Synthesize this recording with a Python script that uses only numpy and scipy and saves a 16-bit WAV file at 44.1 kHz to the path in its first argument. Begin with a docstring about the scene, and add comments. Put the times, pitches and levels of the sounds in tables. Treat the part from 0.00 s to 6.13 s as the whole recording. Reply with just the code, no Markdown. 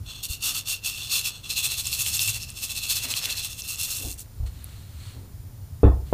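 """Short dry rustles come first, then a fast, even shaking with sharp ticks, and last two dull knocks.
Dried seaweed strips are tipped and shaken from a small wooden bowl onto moist food in a quiet kitchen.
Each slide over the wood is a rush of tiny contacts, coloured by the hollow of the bowl. Stiff strips
snap, and falling ones patter softly on the food. The knocks are the bowl meeting the table."""
import sys
import numpy as np
from scipy import signal
from scipy.fft import rfft, irfft, next_fast_len
from scipy.io import wavfile
from scipy.ndimage import uniform_filter1d, map_coordinates

SR = 44100
rng = np.random.default_rng(int(sys.argv[2]) if len(sys.argv) > 2 else 0)


def file_out(sig):
    """Save sig as 16-bit WAV at sys.argv[1]."""
    # one column per channel
    cols = np.atleast_2d(sig).T
    # limit, then scale
    lim = np.clip(cols, -1, 1)
    pcm = np.round(lim * 32767).astype(np.int16)
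    wavfile.write(sys.argv[1], SR, pcm)


N = 270333
TIME = np.arange(N) / SR
SPILL_START_S, SPILL_END_S = 1.5, 4.2   # while strips spill over the rim

# resonances (favoured pitches) of the bowl's hollow: (frequency [Hz], width [Hz], boost [dB])
BOWL_RESONANCES = [(1225, 370, 9), (2693, 297, 17), (3485, 275, 12), (4150, 415, 12.5), (4480, 82, 10.5),
                   (5337, 420, 7), (6620, 50, 8.5), (8170, 76, 8), (8860, 110, 2.5), (11000, 170, 4)]


def from_db(db):
    """Turn decibels into a factor to multiply by."""
    return 10 ** (np.asarray(db) / 20)


def unit_power(x):
    """Scale a signal to an average power of one."""
    return x / np.sqrt(np.mean(x ** 2) + 1e-20)


def over_time(points):
    """Join (time, value) points with straight lines, one value per sample."""
    return np.interp(TIME, *np.transpose(points))


def at_hz(points, hz):
    """Read between (frequency, value) points on a logarithmic frequency axis."""
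    known_hz, values = np.transpose(points)
    return np.interp(np.log(hz + 1), np.log(known_hz), values)


def decay(t, fade_s):
    """A fade that drops by 60 dB in fade_s seconds."""
    return np.exp(-np.log(1000) * t / fade_s)


def colour(x, spectrum, resonances=()):
    """Give a sound a smooth tone colour plus resonant peaks, at a power of one."""
    size = 2 * next_fast_len(N)
    hz = np.arange(size // 2 + 1) * SR / size
    db = at_hz(spectrum, hz)
    for centre_hz, width_hz, boost_db in resonances:
        db = db + boost_db / (1 + (2 * (hz - centre_hz) / width_hz) ** 2)
    cepstrum = irfft(np.log(from_db(db)))
    cepstrum[1:size // 2] *= 2   # fold the filter so that nothing sounds before its cause
    cepstrum[size // 2 + 1:] = 0
    response = np.exp(rfft(cepstrum))
    return unit_power(irfft(rfft(x, size) * response)[:N])


def ring(force, hz, fade_s):
    """A struck surface answers each push with a fading tone."""
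    damping = from_db(-60 / (fade_s * SR))
    angle = 2 * np.pi * hz / SR
    return signal.lfilter([.5, 0, -.5], [1, -2 * damping * np.cos(angle), damping ** 2], force + 1e-18)


def add(track, time_s, sound):
    """Mix a short sound into a track."""
    start = int(np.clip(round(time_s * SR), 0, N - 1))
    track[start:start + len(sound)] += sound[:N - start]


def swell(peak_s, level_db, rise_s, fall_s):
    """Power that rises smoothly to a peak and falls again."""
    distance = (TIME - peak_s) / np.where(TIME < peak_s, rise_s, fall_s)
    return from_db(level_db) ** 2 / (1 + distance ** 2 / 3) ** 4


def slide(start_s, length_s, level_db, rise_share=0.082, fall_share=0.16):
    """Power of one slide: it builds, holds and dies away, more gently if it is long."""
    rise = 1 + np.tanh((TIME - start_s) / (2 * rise_share * length_s))
    fall = 1 + np.tanh((start_s + length_s - TIME) / (2 * fall_share * length_s))
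    return from_db(level_db) ** 2 * (rise / 2) * (fall / 2)


def grains(per_s, spread_db):
    """Tiny random contacts of uneven size, with the same average power at any rate."""
    chance = np.clip(per_s / SR, 1e-4, 1)
    sizes = from_db(spread_db * np.clip(rng.standard_normal(N), -3, 2.6))
    hits = rng.random(N) < chance
    return hits * unit_power(sizes) * rng.choice([-1, 1], N) / np.sqrt(chance)


def clumps(per_s, depth_db):
    """An uneven level: tangled strips catch and let go together."""
    drift = uniform_filter1d(rng.standard_normal(N), max(int(SR / per_s), 2))
    return unit_power(from_db(depth_db * unit_power(drift)))


def background(noise_db=-47.0):
    """Low room rumble, hiss, a steady hum and a faint electrical whine."""
    # hum and whine: (frequency [Hz], level [dB])
    tones = [(96.9, -53), (7127, -72), (13873, -68), (14250, -72)]
    # rumble and hiss: (frequency [Hz], relative level [dB])
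    spectrum = [(20, -10), (45, -0.5), (95, -4), (125, -3), (170, -10.5), (300, -19.5), (600, -25),
                (1250, -30), (1900, -34), (3200, -36), (5000, -32.5), (7000, -34.5), (8300, -37),
                (9400, -30.5), (12000, -37), (14500, -30)]
    hum = sum(from_db(db) * np.sqrt(2) * np.sin(2 * np.pi * (hz * TIME + rng.random()))
              for hz, db in tones)
    return from_db(noise_db) * colour(rng.standard_normal(N), spectrum) + hum


def kitchen_echo(sound, gap_s=0.0033):
    """The walls return a blur of reflections that dies sooner in the treble."""
    # how long the room rings: (frequency [Hz], time to fade by 60 dB [s])
    fade_times = [(100, 0.63), (400, 0.36), (1200, 0.41), (3500, 0.24), (10000, 0.12)]
    t, echo = TIME[:int(.7 * SR)], 0
    edges_hz = np.geomspace(120, 16000, 8)
    for low, high in zip(edges_hz, edges_hz[1:]):
        band_filter = signal.butter(2, [low, high], "band", fs=SR, output="sos")
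        band = signal.sosfilt(band_filter, rng.standard_normal(len(t)))
        echo = echo + band * decay(t, at_hz(fade_times, np.sqrt(low * high)))
    echo = echo * (t > gap_s)
    return signal.fftconvolve(sound, echo / np.linalg.norm(echo))[:N]


def handling():
    """Fingers rub on the bowl as it is turned, and the moving arm makes the table rumble."""
    # shifts of the hand: (peak time [s], level [dB], rise [s], fall [s])
    grips = [(0.499, -60, 0.075, 0.06), (3.06, -48, 0.021, 0.054), (4.06, -42, 0.036, 0.029),
             (5.19, -51, 0.04, 0.048)]
    # skin on wood: (frequency [Hz], relative level [dB])
    rub_spectrum = [(100, -35), (280, 3.5), (450, -7.5), (750, -11), (1500, -36), (4000, -46)]
    # table rumble: (time [s], level [dB])
    rumble_levels = [(0, -32.5), (.13, -54.5), (1.55, -67), (1.76, -46), (2.3, -39), (2.6, -48),
                     (4.25, -47.5), (4.6, -42), (6.1, -40)]
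    # its tone colour: (frequency [Hz], relative level [dB])
    rumble_spectrum = [(20, -20.5), (42, -12), (70, 1), (115, 0.5), (160, -17.5), (260, -27), (600, -52.5),
                       (2000, -52), (8000, -66)]
    rub = np.sqrt(sum(swell(*row) for row in grips)) * colour(rng.standard_normal(N), rub_spectrum)
    rumble = from_db(over_time(rumble_levels)) * colour(rng.standard_normal(N), rumble_spectrum)
    return rub + rumble


def hand_bump(time_s=.3, peak_db=-25, length_s=0.0151):
    """The hand gives one low push and pull, with no ringing."""
    progress = np.clip((TIME - time_s) / length_s, 0, 1)
    return from_db(peak_db) * np.sin(2 * np.pi * progress)


def brushing():
    """Faint dry rubbing while the emptied bowl is carried off."""
    # soft brushes: (peak time [s], level [dB], rise [s], fall [s])
    brushes = [(4.468, -47, 0.005, 0.015), (4.7, -54, 0.17, 0.21), (5.06, -49.5, 0.07, 0.088),
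               (6.07, -57.5, 0.009, 0.055)]
    # their tone colour: (frequency [Hz], relative level [dB])
    spectrum = [(400, -20), (1300, -2), (2200, -3.5), (4000, 0.5), (5200, -10), (8300, -3.5), (10000, -10),
                (15000, -18)]
    # resonances of the rubbed wood: (frequency [Hz], width [Hz], boost [dB])
    resonances = [(4330, 300, 8), (8100, 630, 0)]
    level = np.sqrt(sum(swell(*row) for row in brushes))
    return level * colour(grains(6000, spread_db=2.5), spectrum, resonances)


def bowl_knocks(clatter_db=-15.5, clatter_rise_s=0.0018, clatter_fade_s=0.23, firm_s=0.0028):
    """Long soft contacts mostly move the table top; short hard ones also make the bowl ring and clatter."""
    # the bowl meets the table: (time [s], strength [dB], contact time [s])
    contacts = [(4.046, -16, 0.0077), (4.399, -9.5, 0.0091), (4.428, -17, 0.0069), (5.8318, -3, 0.002),
                (5.8360, -3, 0.0026), (5.8434, 7.5, 0.0062), (6.127, -7.5, 0.001)]
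    # tones of table and bowl: (frequency [Hz], relative level [dB], time to fade by 60 dB [s])
    tones = [(43.4, -15.5, 0.41), (64.5, -12, 0.42), (96.7, -12.5, 0.22), (195, -23.5, 0.22),
             (299.5, -6, 0.12), (391, -11, 0.14), (438, -5.5, 0.035), (591, -12.5, 0.18), (800, -18, .1),
             (1077, -19, .1), (1280, -20, .09), (2650, -30, .15), (3500, -32, .14)]
    # clatter of the bowl's foot: (frequency [Hz], relative level [dB])
    foot_spectrum = [(100, -4.5), (400, 0.5), (750, -4.5), (1250, -11.5), (1600, -26.5), (2200, -37),
                     (3800, -40.5), (5000, -52), (9000, -69)]
    # its resonances: (frequency [Hz], width [Hz], boost [dB])
    foot_resonances = [(1830, 150, 11), (2590, 250, 13), (3500, 160, 16)]
    force, clatter_level, t = np.zeros(N), np.zeros(N), TIME[:SR // 2]
    rattle = np.minimum(t / clatter_rise_s, 1) * decay(t, clatter_fade_s)
    for time_s, db, contact_s in contacts:
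        push = np.sin(np.pi * np.minimum(TIME[:SR // 25] / contact_s, 1)) ** 2
        add(force, time_s, from_db(db) * push / push.sum())
        add(clatter_level, time_s, from_db(db) * np.exp(-contact_s / firm_s) * rattle)
    ringing = sum(from_db(db) * ring(force, hz, fade_s) for hz, db, fade_s in tones)
    wood_noise = colour(rng.standard_normal(N), foot_spectrum, foot_resonances)
    return ringing + from_db(clatter_db) * clatter_level * wood_noise


def landing_strips(power, drop_s=.07, relative_db=-28):
    """What slides over the rim lands a moment later; the moist food takes it with a dull patter."""
    # whole tangles dropping: (peak time [s], level [dB])
    tangles = [(3.07, -44.5), (3.27, -42)]
    # soft landing: (frequency [Hz], relative level [dB])
    spectrum = [(120, -14), (350, -3), (700, -0.5), (1300, -2), (2100, 4), (3500, -8), (9000, -17)]
    spilled = power * (TIME > SPILL_START_S) * (TIME < SPILL_END_S)
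    trickle = from_db(relative_db) ** 2 * np.interp(TIME - drop_s, TIME, spilled)
    lumps = sum(swell(time_s, db, rise_s=0.042, fall_s=0.056) for time_s, db in tangles)
    return np.sqrt(trickle + lumps) * colour(grains(2200, spread_db=7.0), spectrum)


def creeping_strips():
    """A slowly moving heap stays on the wood, so mostly the bowl's wall is heard."""
    # slow slips in the tilted bowl: (start [s], length [s], level [dB])
    slips = [(0.068, 0.05, -40.5), (.11, .09, -40.5), (.445, .06, -33), (0.55, .035, -34),
             (0.682, 0.02, -38), (0.972, 0.1, -39), (1.305, .07, -40), (1.441, 0.031, -39.5)]
    # gentle rubbing: (frequency [Hz], relative level [dB])
    spectrum = [(300, -22), (1200, -0.5), (2250, -13), (2600, 0), (4400, 3), (4900, -4.5), (5600, 3.5),
                (8700, -8), (9600, -10), (12500, -8), (15000, -9)]
    # resonances of the wall: (frequency [Hz], width [Hz], boost [dB])
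    resonances = [(2730, 420, 11.5), (3440, 250, 17), (4220, 380, 11.5), (6500, 210, 9.5), (8030, 440, 14),
                  (8950, 480, 13), (12400, 1200, 6)]
    level = np.sqrt(sum(slide(*row) for row in slips))
    return level * colour(grains(5000, spread_db=6.0), spectrum, resonances)


def stray_snaps(power, per_s=16):
    """Rows of extra snaps at random times and pitches, stronger when the slide is louder."""
    count = int(per_s * (SPILL_END_S - SPILL_START_S))
    # ranges of time [s], strength above the slide [dB] and pitch [Hz]
    low, high = np.transpose([(SPILL_START_S, SPILL_END_S), (3, 15), (4000, 11003)])
    times, above_db, hz = rng.uniform(low, high, (count, 3)).T
    slide_db = 10 * np.log10(np.interp(times, TIME, power))
    return list(zip(times, slide_db + above_db, hz))


def snapping_strips(power, gain_db=-8.0, crack_db=-4.0, crack_growth=0.7, fade_s=.009, width_hz=2200):
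    """A stiff strip chatters briefly around its own pitch; a harder snap adds more broad crack."""
    # the main snaps: (time [s], strength [dB], pitch [Hz])
    snaps = [(1.8697, -9, 7200), (2.063, -10, 3456), (2.168, -9, 7600), (2.193, -5, 3770),
             (2.283, -12, 3160), (2.4273, -19, 5950), (2.5024, -19.5, 8900), (2.5878, -26, 8650),
             (2.9690, -8.5, 5285), (3.1388, -8.5, 3200), (3.2412, -13, 3728), (3.2558, -7, 3740),
             (3.3007, -15, 3400), (3.62, -16, 5820), (3.758, -20, 7060), (3.9105, -18, 7000),
             (4.1416, -25, 9200), (4.193, -20.5, 8900), (4.643, -19, 10900)]
    track, t = np.zeros(N), TIME[:SR // 25]
    loudest_db = max(db for _, db, _ in snaps)
    for time_s, db, hz in list(snaps) + stray_snaps(power):
        chatter = rng.choice([-1., 1.], len(t)) * decay(t, fade_s)
        resonance = signal.iirpeak(hz, hz / width_hz, fs=SR)
        pitched = signal.lfilter(*resonance, signal.lfilter(*resonance, chatter))
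        body = unit_power(pitched) * np.std(chatter)
        crack = from_db(crack_db + crack_growth * (db - loudest_db)) * chatter
        add(track, time_s, from_db(db + gain_db) * (body + crack))
    return signal.sosfilt(signal.butter(2, 2000, "high", fs=SR, output="sos"), track)


def tipping():
    """Power of the slides started by single tips of the bowl."""
    # one slide per tip: (start [s], length [s], level [dB])
    tips = [(0.234, 0.026, -28), (0.295, 0.05, -32), (0.435, 0.069, -24.5), (0.547, 0.046, -28),
            (0.677, 0.06, -26), (0.849, 0.053, -27), (0.937, 0.14, -36.5), (1.118, 0.071, -23),
            (1.246, 0.039, -25.5), (3.681, 0.056, -30), (3.793, 0.059, -26.5), (3.891, 0.085, -29),
            (4.0, 0.089, -35.5), (4.099, 0.029, -35.5), (4.182, 0.035, -40.5)]
    return sum(slide(*row) for row in tips)


def shaking(first_stroke_s=1.513, turn_dip_db=9, fade_db_per_s=398):
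    """Power of the steady shaking: one rush per stroke, and a dip as the strips slow at each turn."""
    # pace of the wrist: (time [s], rate [strokes per s])
    pace = [(1.5, 14.1), (2.6, 14.25), (2.8, 15.2), (3.5, 14.3)]
    # effort of the shaking: (time [s], level at mid-stroke [dB])
    effort = [(1.46, -44), (1.505, -26.5), (1.59, -20.5), (1.86, -28.5), (2.05, -20.5), (2.31, -23.5),
              (2.52, -42), (2.64, -28.5), (2.78, -30.5), (2.93, -22), (3.12, -27.5), (3.39, -28.5),
              (3.52, -36.5), (3.64, -32)]
    strokes = np.cumsum(over_time(pace)) / SR
    strokes -= np.interp(first_stroke_s, TIME, strokes)
    speed = np.abs(np.cos(np.pi * strokes))
    at_turn = from_db(-turn_dip_db) ** 2
    rush = at_turn + (1 - at_turn) * speed ** 3
    outside_s = np.abs(TIME - np.clip(TIME, effort[0][0], effort[-1][0]))   # before or after the shaking
    effort_db = over_time(effort) - fade_db_per_s * outside_s
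    return rush * (from_db(effort_db) * clumps(per_s=14, depth_db=1.58)) ** 2


def shifting_hollow(rustle):
    """The moving heap shifts the bowl's resonances together and drives each more or less strongly."""
    # the hollow rings a little higher while the heap fills it: (time [s], frequency [ratio])
    tuning = [(0, 1.02), (.47, 1.027), (.75, 1.01), (1.15, 1), (1.6, .99), (2.2, 1.0), (3.0, 0.99),
              (4.2, 1.007)]
    read_position = np.cumsum(over_time(tuning))
    retuned = map_coordinates(rustle, [read_position], order=5, mode="mirror")
    flicker = 0
    for hz, width_hz, _ in BOWL_RESONANCES:
        band = signal.lfilter(*signal.iirpeak(hz, hz / width_hz, fs=SR), retuned)
        flicker = flicker + band * (clumps(per_s=12, depth_db=2.5) - 1)
    return retuned + flicker


def sliding_strips(power, rim_share=0.041, split_hz=5800, treble_db=6.5, usual_db=-23.5):
    """Dry strips rush over the wood; harder shakes make more contacts and a brighter sound."""
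    # dry strips on wood: (frequency [Hz], relative level [dB])
    friction = [(150, -30), (400, -19), (900, -17), (1750, -17), (2200, -14), (2600, -5), (4900, -4.5),
                (6000, -.5), (8500, -1), (10200, -4.5), (13000, -4), (15000, -5)]
    # how much of the heap is still sliding: (time [s], share [0-1])
    heap_left = [(0, 0.83), (1.7, 0.94), (1.85, 0.49), (3.1, 0.42), (3.6, 0.3), (4.2, 0.06)]
    # brightness, highest for the last loose strips: (time [s], extra treble [dB])
    brightness = [(.28, 4), (.5, -1.5), (1.55, -2.5), (2.03, 1), (2.8, -0.5), (3.35, -4.5), (3.55, 3),
                  (4.0, 3), (4.15, 8.5)]
    heap = over_time(heap_left)
    contacts_per_s = 1500 + 20000 * heap * np.sqrt(power / power.max())   # a thin heap crackles
    contacts = grains(contacts_per_s, spread_db=2.0) * clumps(per_s=480, depth_db=1.84)
    in_bowl = shifting_hollow(colour(contacts, friction, BOWL_RESONANCES))
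    # strips that leave over the rim crackle in the open, without the hollow's colour
    loose = colour(grains(per_s=450, spread_db=0.5), friction)
    loose_share = np.clip(rim_share / heap, 0, 1)
    rustle = np.sqrt(1 - loose_share) * in_bowl + np.sqrt(loose_share) * loose
    lows = signal.sosfiltfilt(signal.butter(2, split_hz, fs=SR, output="sos"), rustle)
    speed_db = 0.26 * (10 * np.log10(power) - usual_db)   # faster sliding adds treble
    tilt_db = treble_db + over_time(brightness) + speed_db
    high_power = power / (1 + from_db(-tilt_db) ** 2)
    low_power = np.maximum(power - high_power, 0)
    return np.sqrt(low_power) * unit_power(lows) + np.sqrt(high_power) * unit_power(rustle - lows)


def scene(pour_echo_db=-18.5, knock_echo_db=-16.0):
    """The pouring is close by; the knocks come from further off and carry more of the room's echo."""
    power = shaking() + tipping() + 1e-12
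    strips = sliding_strips(power) + creeping_strips() + snapping_strips(power) + landing_strips(power)
    pour = strips + handling() + brushing() + hand_bump()
    knocks = bowl_knocks()
    echo = kitchen_echo(from_db(pour_echo_db) * pour + from_db(knock_echo_db) * knocks)
    return (pour + knocks + echo + background())[None]


def record(dry, ceiling=0.91, cutoff_hz=15120):
    """Round off the loudest peaks and cut the highest treble steeply."""
    rounded = dry / (1 + (dry / ceiling) ** 4) ** (1 / 4)
    return signal.sosfilt(signal.ellip(12, .1, 90, cutoff_hz, fs=SR, output="sos"), rounded)


dry = scene()
out = record(dry)
file_out(out)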